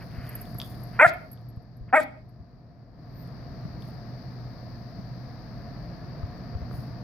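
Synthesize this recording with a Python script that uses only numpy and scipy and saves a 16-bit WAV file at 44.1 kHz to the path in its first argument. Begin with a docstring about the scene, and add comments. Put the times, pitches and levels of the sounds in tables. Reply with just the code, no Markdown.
"""A puppy yips twice on a paved yard, close to a phone: harmonic voice through three resonances, plus breath.
Nose pants and whistles; collar tag (ringing partials), claws (snaps and ticks), fur (shaped noise).
The hand bumps the phone with decaying low pushes; walls answer by convolution with a noise tail.
Behind: a wavering machine hum, a dull yard roar and hiss, all shaped noise but the hum.
The phone limits the yips, then holds its gain down for about a second."""
import sys
import numpy as np
from scipy import signal
from scipy.fft import rfft, irfft, next_fast_len
from scipy.io import wavfile
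from scipy.ndimage import uniform_filter1d, map_coordinates

SR = 44100
rng = np.random.default_rng(int(sys.argv[2]) if len(sys.argv) > 2 else 0)


def wav_out(sig):
    """Save sig, one row per channel (or a flat mono array), as 16-bit PCM at SR to the path in sys.argv[1]."""
    wavfile.write(sys.argv[1], SR, np.round(np.clip(np.atleast_2d(sig).T, -1, 1) * 32767).astype(np.int16))


N = 310023

# Levels are those ahead of the phone's gain control.
# Voice, one track per yip: (time [s], slow fold rate [Hz], level [dB], odd partials [dB],
# mouth resonance [dB], jaw opening [0-1])
YIP_TRACKS = [
    [(.992, 229, -19.5, -8, 1.5, .6), (1.0, 241, 1, -18.5, 7, .95), (1.007, 262.6, 0.5, -15, 9.5, 1),
     (1.013, 291.2, 1, -3.5, -3.5, 0.9), (1.02, 297, -3.5, 9, -13.5, 0.88), (1.03, 315, 5, -2.5, -9.5, 1),
     (1.043, 315, -2, -14, 3, .5), (1.05, 360, 10.5, -14, 0, .35), (1.058, 347, -1.5, -9.5, 6.5, .1),
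     (1.066, 333, -2, -2.5, -1.5, .05)],
    [(1.928, 247.2, -12, 2.5, -6, 0.6), (1.935, 256.7, 3, 6, -8, .35), (1.944, 271.5, 13.5, 12, -9.5, .2),
     (1.955, 315, 2.5, 5.5, -11, 1), (1.965, 332, 2.5, -5.5, -1.5, .9), (1.975, 310, 6.5, 3, -12.5, 1),
     (1.99, 312, 0, -28.5, 3, 0.4), (2.004, 315, -4.5, 1, -11, .05)],
]
# Snout colour on the partials: (frequency [Hz], level [dB])
SNOUT_TONE = [(200, 3), (330, -11.5), (500, -1.5), (620, -2), (1000, 0), (1600, 3), (2400, 0), (2850, -14),
              (3300, -12), (4500, -32.5), (7000, -57.5)]
# Breath of each yip: (rasp at mid yip [dB], closing puff [dB])
HUFF_LEVELS = [(-34, -37.5), (-29.5, -37.5)]
# Rasp spectrum: (frequency [Hz], level [dB])
RASP_TONE = [(2500, -26.5), (3300, -2.5), (6600, -16), (7700, 1.5), (9000, -9.5), (10400, -1),
             (13000, -19.5), (16000, -10)]
# Closing puff spectrum: (frequency [Hz], level [dB])
PUFF_TONE = [(2500, -29), (3500, -2.5), (4800, -2.5), (6000, -10), (7500, -11), (16000, -19)]
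# Pants: (middle [s], length [s], level [dB])
PANT_STROKES = [(.02, 0.042, -52.5), (.28, 0.33, -52), (.96, .06, -52.5), (1.896, 0.025, -45)]
# Thin nose whistles, one track each: (time [s], frequency [Hz], level [dB])
WHISTLE_TRACKS = [
    [(.2, 12500, -84), (.24, 13000, -74), (.265, 13900, -72), (.29, 13600, -84)],
    [(2.97, 10400, -84), (3.06, 12000, -76), (3.115, 12300, -76), (3.16, 13650, -61), (3.2, 13850, -56),
     (3.235, 13600, -58), (3.265, 12300, -84)],
]
# Touches of the collar tag: (time [s], level [dB])
TAG_TOUCHES = [(0.0244, -58), (0.2916, -35), (0.3525, -29), (0.4135, -34), (0.545, -47), (0.5845, -34.5),
               (0.8345, -40.5), (0.8714, -58), (1.1363, -39.5), (1.3159, -31), (1.3294, -33),
               (1.4875, -42.5), (1.5, -46.5), (1.5614, -56), (1.6247, -56), (1.7684, -46.5), (2.0328, -31),
               (2.2912, -44), (2.9657, -83)]
# Partials of the tag: (frequency [Hz], level [dB], t60 [s])
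TAG_MODES = [(11580, 5, 0.029), (11390, -12, 0.086), (14890, -40, .03), (7430, -33, 0.049)]
# Claws on paving: (time [s], level [dB], tick and scrape re snap [dB])
CLAW_TICKS = [(0.1156, -45, -2), (0.1554, -44, -10), (0.2664, -36, -8), (0.4544, -32.5, -9),
              (0.6008, -24.5, 4.5), (0.6161, -24, 4.5), (0.7444, -46, -0.5), (1.3748, -47, 7.5),
              (2.0334, -50, -24), (3.8227, -36.5, -1), (3.8844, -46, -27.5), (4.7531, -58, -10),
              (5.7394, -51, -15), (6.3794, -40, -15)]
# Hand on the case: (time [s], level [dB], push frequency [Hz], knock re push [dB])
CASE_BUMPS = [(0.178, -29, 74.4, -18), (0.551, -31, 124, -3.5), (1.062, -15.5, 132, 1),
              (1.571, -26, 90.4, -11), (1.808, -28, 48.4, -22), (1.879, -30, 129, -7),
              (2.399, -29, 81.1, -12), (3.652, -26, 152, -12), (4.994, -33.5, 185, -16),
              (5.113, -35, 120, -10), (6.231, -22.5, 82, -15), (6.551, -21.5, 88, -11),
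              (6.618, -29, 69.5, -10), (6.712, -36.5, 120, 6.5), (6.739, -31, 68, -4),
              (6.786, -26.5, 127, -13)]
# Fur and skin brushing: (start [s], length [s], level [dB])
FUR_STROKES = [(0, 1.4, -72), (0.274, 0.12, -67.5), (0.452, 0.028, -67.5), (.6, .03, -65),
               (.65, .04, -58.5), (3.185, 0.099, -73.5), (3.82, 0.065, -70), (6.728, 0.079, -65)]
# Brushing spectrum: (frequency [Hz], density [dB per Hz])
FUR_TONE = [(3820, -34.5), (6500, -7), (8120, -16), (9550, -0.5), (10400, -1), (15000, 1), (16000, -29.5)]
# Yard roar spectrum: (frequency [Hz], density [dB per Hz])
ROAR_TONE = [(12, -46), (20, -24), (49, -6), (88, -10.5), (124, -3), (254, -12.5), (384, -23), (593, -22.5),
             (706, -16), (787, -28), (1240, -28.5), (1510, -33.5), (1720, -29.5), (2960, -47.5),
             (3600, -49), (4680, -71), (7920, -120)]
# Roar left-right likeness: (frequency [Hz], correlation [0-1])
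ROAR_LIKENESS = [(40, .5), (130, 1), (300, 0.76), (640, 0.87), (1400, 0.31), (3000, 0.39)]
# Roar balance: (frequency [Hz], left over right [dB])
ROAR_BALANCE = [(50, 3), (120, -0.5), (380, 0), (700, 3), (1300, 2), (3000, 2.5)]
# Hiss from the left: (frequency [Hz], density [dB per Hz])
HISS_TONE = [(1760, -45), (3000, -36.5), (3600, -9.5), (4680, 6), (6070, -11.5), (6310, -16.5),
             (6800, -34.5), (8840, -70), (15000, -120)]
# Faint top hiss: (frequency [Hz], density [dB per Hz])
AIR_TONE = [(3820, -37.5), (6500, -11.5), (6880, -13.5), (8340, -16), (10200, -5), (14300, 2.5),
            (16000, -4)]
# Wall echoes: (delay [s], spread [s], level [dB])
WALL_ECHOES = [(0.112, .018, -22), (.19, 0.054, -30)]
# Decay of the yard's tail: (frequency [Hz], t60 [s])
YARD_T60 = [(300, .35), (650, 0.23), (1500, .3), (3000, .25), (10000, 0.05)]
# Colour of the returning sound: (frequency [Hz], level [dB])
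ECHO_TONE = [(250, -4.5), (640, -12), (1000, -17), (1500, -20), (2500, -12.5), (3300, -3), (8000, -16)]
# Spectra of pants and claw scrape: (frequency [Hz], level [dB])
PANT_TONE = [(700, -27.0), (1300, -15), (1700, -13), (2200, -17), (3200, -29), (5000, -89.0)]
SCRAPE_TONE = [(500, -28.0), (950, 2.5), (1800, -17), (3600, -12.5), (6000, -19), (9000, -83)]
# Breath left-right likeness: (frequency [Hz], correlation [0-1])
BREATH_LIKENESS = [(3000, .8), (9000, .2)]
# Voice balance: (frequency [Hz], left over right [dB])
VOICE_BALANCE = [(400, 0), (700, 3), (1300, -.5), (2400, 0), (8000, -1)]

THROAT_START_HZ, THROAT_END_HZ, MOUTH_HZ = 811, 638, 1574
MUZZLE_START_HZ, MUZZLE_END_HZ, MUZZLE_SHUT_DB = 2560, 2150, -27.5
SINK_SHARE = .5  # share of the yip over which throat and muzzle sink
# rises and falls are times for 60 dB
RASP_RISE_S, RASP_GROWS_DB, RASP_FALL_S = .012, 8, .05
PUFF_LATE_S, PUFF_HOLD_S, PUFF_RISE_S, PUFF_FALL_S = .012, .018, .12, .04  # late: after the voice track ends
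STROKE_RISE_S, STROKE_FALL_S = .08, 0.33
SELF_NOISE_DB, TOP_HZ = -95.5, 15900  # the phone's own hiss and cutoff


def amp(db):
    """Amplitude of a level in dB."""
    return 10 ** (np.asarray(db) / 20)


def unit(x):
    """x scaled to rms 1."""
    return x / np.sqrt(np.mean(x ** 2) + 1e-20)


def along(points, hz):
    """(frequency [Hz], value) points read on a log axis."""
    f, v = np.transpose(points)
    return np.interp(np.log(hz + 1), np.log(f + 1), v)


def curves(rows):
    """Sample indices over the rows' time, and each column interpolated there."""
    s, *cols = np.transpose(rows)
    at = np.arange(round(s[0] * SR), min(N, round(s[-1] * SR)))
    return at, [np.interp(at / SR, s, c) for c in cols]


def wobble(rate_hz):
    """Smooth random curve with rate_hz knots a second."""
    knots = rng.standard_normal(int(N * rate_hz / SR) + 4)
    return map_coordinates(knots, [np.arange(N) * rate_hz / SR])


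def filtered(x, response):
    """x times a response of frequency."""
    m = next_fast_len(N + SR // 2)
    return irfft(rfft(x, m) * response(np.fft.rfftfreq(m, 1 / SR)), m)[..., :N]


def tilted(x, balance):
    """x split or tilted between left and right by a balance curve."""
    return filtered(x, lambda hz: amp(np.outer([.5, -.5], along(balance, hz))))


def noise(spectrum, alike, left=((1, 0),)):
    """Stereo noise of rms 1 with a spectrum, a left-right likeness and a balance."""
    def mid_side(hz):
        turn = np.arccos(np.clip(along(alike, hz), -1, 1)) / 2
        return amp(along(spectrum, hz)) * np.array([np.cos(turn), np.sin(turn)])

    mid, side = filtered(rng.standard_normal((2, N)), mid_side)
    return unit(tilted(np.array([mid + side, mid - side]), left))


def swell(start_s, stop_s, rise_s, fall_s):
    """Gain that rises 60 dB to 1 at start_s, holds, and falls 60 dB after stop_s."""
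    t = np.arange(N) / SR
    return amp(-60 * (np.maximum(start_s - t, 0) / rise_s + np.maximum(t - stop_s, 0) / fall_s))


def yips():
    """Folds close strong-weak in turn, so odd partials of the slow rate come and go; two of three resonances sink."""
    out, order = np.zeros(N), np.arange(1, 16)[:, None]
    jitter, shimmer = wobble(300), np.array([wobble(220) for _ in order])
    for rows in YIP_TRACKS:
        s, rate_hz, level_db, odd_db, mouth_db, jaw = np.transpose(rows)
        at, (db,) = curves([(s[0] - .006, -80), *zip(s, level_db), (s[-1] + .01, -80)])
        rate_hz, odd_db, mouth_db, jaw = [np.interp(at / SR, s, c) for c in (rate_hz, odd_db, mouth_db, jaw)]

        sunk = np.interp(at / SR, [s[1], s[1] + SINK_SHARE * (s[-1] - s[1])], [0, 1])
        throat_hz = THROAT_START_HZ + sunk * (THROAT_END_HZ - THROAT_START_HZ)
        muzzle_hz = MUZZLE_START_HZ + sunk * (MUZZLE_END_HZ - MUZZLE_START_HZ)
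        muzzle_db = (1 - jaw) * MUZZLE_SHUT_DB  # louder as the jaw opens

        turn = 2 * np.pi * np.cumsum(rate_hz * (1 + .016 * jitter[at])) / SR
        hz = order * rate_hz
        resonances = [(throat_hz, 190), (MOUTH_HZ, 250), (muzzle_hz, 220)]  # (centre [Hz], half width [Hz])
        peaks = np.array([width / (width + 1j * (hz - centre)) for centre, width in resonances])
        lag = 1.8 * np.angle(peaks).sum(axis=0) - 0.14 * order ** 2  # resonances delay the partials above them

        peak_gain = amp([0 * jaw, mouth_db, muzzle_db])[:, None]
        size = (np.abs(peaks) ** 2 * peak_gain).sum(axis=0)
        size *= amp(along(SNOUT_TONE, hz) + order % 2 * odd_db)
        power = (size ** 2).sum(axis=0) / 2
        size *= amp(3 * np.minimum(order / 6, 1) * shimmer[:, at]) / np.sqrt(power)
        out[at] += amp(db) * (size * np.cos(order * turn + lag)).sum(axis=0)
    return out


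def huffs():
    """Air rasps in patches through the yip and puffs out as the jaws close."""
    out, t = np.zeros((2, N)), np.arange(N) / SR
    rasp = noise(RASP_TONE, BREATH_LIKENESS) * amp(3 * wobble(90))
    puff = noise(PUFF_TONE, BREATH_LIKENESS)
    for rows, (rasp_db, puff_db) in zip(YIP_TRACKS, HUFF_LEVELS):
        start_s, stop_s = rows[1][0], rows[-1][0]
        grown_db = rasp_db + RASP_GROWS_DB * np.interp(t, [start_s, stop_s], [-.5, .5])
        out += amp(grown_db) * swell(start_s, stop_s, RASP_RISE_S, RASP_FALL_S) * rasp
        top_s = stop_s + PUFF_LATE_S
        out += amp(puff_db) * swell(top_s, top_s + PUFF_HOLD_S, PUFF_RISE_S, PUFF_FALL_S) * puff
    return out


def nose():
    """Soft noise pants through the open mouth, and thin gliding sine whistles."""
    t = np.arange(N) / SR
    flow = sum(amp(db) * np.exp(-((t - s) / length_s * 2) ** 4) for s, length_s, db in PANT_STROKES)
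    out = flow * noise(PANT_TONE, [(1, 0.97)])[0]
    for rows in WHISTLE_TRACKS:
        at, (hz, db) = curves(rows)
        smooth_hz = uniform_filter1d(hz, 600)
        out[at] += amp(db) * np.sin(2 * np.pi * np.cumsum(smooth_hz) / SR)
    return out


def collar():
    """Each touch rings the metal tag at new strengths; it swings, so the ports hear it in changing phase."""
    out, t = np.zeros((2, N + SR)), np.arange(SR // 4) / SR
    for s, db in TAG_TOUCHES:
        apart_rad = rng.normal(-.1, .2) * np.array([[-1], [1]])
        ring = 0
        for hz, mode_db, t60_s in TAG_MODES:
            decay = amp(mode_db + rng.normal(0, 1.5) - 60 * t / t60_s)
            ring = ring + decay * np.sin(2 * np.pi * hz * t + apart_rad)
        crack = .25 * amp(-60 * t / 0.005) * np.diff(rng.standard_normal((2, len(t) + 1)))
        attack = 1 - np.exp(-t / .0012)
        out[:, round(s * SR):][:, :len(t)] += amp(db) * (ring + crack) * attack
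    return out[:, :N]


def claws():
    """A bright snap, a short hollow tick and a little scraping on the paving."""
    out, t = np.zeros(N + SR), np.arange(SR // 20) / SR
    scrape = noise(SCRAPE_TONE, [(1, 1.0)])[0]
    attack = 1 - np.exp(-t / 0.00024)
    for s, db, low_db in CLAW_TICKS:
        snap = .28 * amp(-60 * t / .003) * np.diff(rng.standard_normal(len(t) + 1))
        tick = amp(-60 * t / .006) * (np.sin(2 * np.pi * 3500 * t) + .6 * np.sin(2 * np.pi * 4700 * t))
        drag = amp(-25 - 60 * t / .06) * scrape[round(s * SR):][:len(t)]
        out[round(s * SR):][:len(t)] += amp(db) * attack * (snap + amp(low_db) * (tick + drag))
    return out[:N]


def bumps():
    """A low push that dies in a few cycles, led by a short knock; each port feels it differently."""
    out, t = np.zeros((2, N + SR)), np.arange(SR // 8) / SR
    thud = np.sin(2 * np.pi * 500 * t) + .7 * np.sin(2 * np.pi * 1150 * t)
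    thud *= np.exp(-t / .0015) * (1 - np.exp(-t / .0002))
    for s, db, hz, knock_db in CASE_BUMPS:
        push = np.sin(2 * np.pi * hz * t + np.array([[-.5], [.5]]))
        push *= np.exp(-(t * hz / 1.6) ** 3) * (1 - np.exp(-t / 0.00135))
        port_db = db + np.array([[1.5], [-1.5]])
        out[:, round(s * SR):][:, :len(t)] += amp(port_db) * (amp(knock_db) * thud - push / push.max())
    return out[:, :N]


def fur():
    """Strokes of bright noise with an uneven, flickering grip."""
    strokes = sum(amp(db) * swell(s, s + length_s, STROKE_RISE_S, STROKE_FALL_S)
                  for s, length_s, db in FUR_STROKES)
    return strokes * amp(2 * wobble(40) + 2.8 * wobble(220)) * noise(FUR_TONE, [(1, 0.72)])


def walls(x):
    """A diffuse tail, dying fastest in the top treble, lumped where rough walls answer."""
    hz, t, z = signal.stft(rng.standard_normal((2, SR // 2)), SR, nperseg=256)
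    tail = signal.istft(z * amp(-60 * t / along(YARD_T60, hz)[:, None]), SR, nperseg=256)[1]
    tail = amp(-5.5) * tail / np.linalg.norm(tail[0])
    t = np.arange(tail.shape[1]) / SR
    for delay_s, spread_s, db in WALL_ECHOES:
        lump = np.exp(-((t - delay_s) / spread_s) ** 2) * rng.standard_normal(tail.shape)
        tail += amp(db) * lump / np.linalg.norm(lump[0])
    back = filtered(x, lambda hz: amp(along(ECHO_TONE, hz)))
    return signal.fftconvolve(back[None], tail, axes=1)[:, :N]


def machine():
    """Sine hum near 120 Hz, wavering in pitch and level."""
    hz = 120.5 + 2.9 * wobble(15)
    port_rad = np.array([[.3], [-.3]])
    return amp(-41 + 1.5 * wobble(7.0)) * np.sin(2 * np.pi * np.cumsum(hz) / SR + port_rad)


def yard():
    """Slowly wavering roar, a hiss from the left and a faint top hiss, as shaped noise."""
    roar = amp(-40.5 + .8 * wobble(1.0)) * noise(ROAR_TONE, ROAR_LIKENESS, ROAR_BALANCE)
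    hiss = amp(-58.5) * noise(HISS_TONE, [(1, .1)], [(1, 29)])
    air = amp(-73.5) * noise(AIR_TONE, [(1, 0.008)])
    return roar + hiss + air


def scene():
    """All sources at the phone's two ports, with the walls' answer."""
    voice = yips() + huffs() + nose()
    ports = filtered(tilted(voice, VOICE_BALANCE), lambda hz: np.exp([[.35j], [-.35j]]))  # phase apart
    small = collar() * amp([[-1.5], [1.5]]) + claws() * amp([[.8], [-.8]])
    small[0] = np.roll(small[0], 1)  # one sample later at the left port
    echoes = walls((voice + small).mean(axis=0))
    return ports + echoes + small + bumps() + fur() + machine() + yard()


def record(dry):
    """Slow gain control sinks after a loud sound, holds, recovers; fast compressor and soft clipping follow."""
    def level_db(x):
        power = uniform_filter1d(np.mean(x ** 2, axis=0), 300, origin=100)
        return 10 * np.log10(np.abs(power) + 1e-12)

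    step, hold_steps = 441, round(.9 * SR / 441)  # 10 ms steps, 0.9 s hold
    loud = level_db(dry)[::step] > -20
    held = np.convolve(loud, np.ones(hold_steps))[:len(loud)] > 0
    sunk = [0]
    for down in held:
        sunk.append(sunk[-1] + (down - sunk[-1]) * (.021 if down else .045))
    sunk = np.interp(np.arange(N), np.arange(len(sunk)) * step, sunk)

    low = filtered(dry, lambda hz: 1 / (1 + (hz / 900) ** 2))
    slow = low * amp(-9 * sunk) + (dry - low) * amp(-16 * sunk)  # the bass sinks less than the treble
    fast_db = uniform_filter1d(-.4 * np.maximum(level_db(slow) + 30, 0), 300)
    limited = amp(fast_db) * slow
    limited /= (1 + np.abs(limited / .98) ** 12) ** (1 / 12)
    limited += amp(SELF_NOISE_DB) * rng.standard_normal(dry.shape)
    return filtered(limited, lambda hz: hz < TOP_HZ)


dry = scene()
out = record(dry)
wav_out(out)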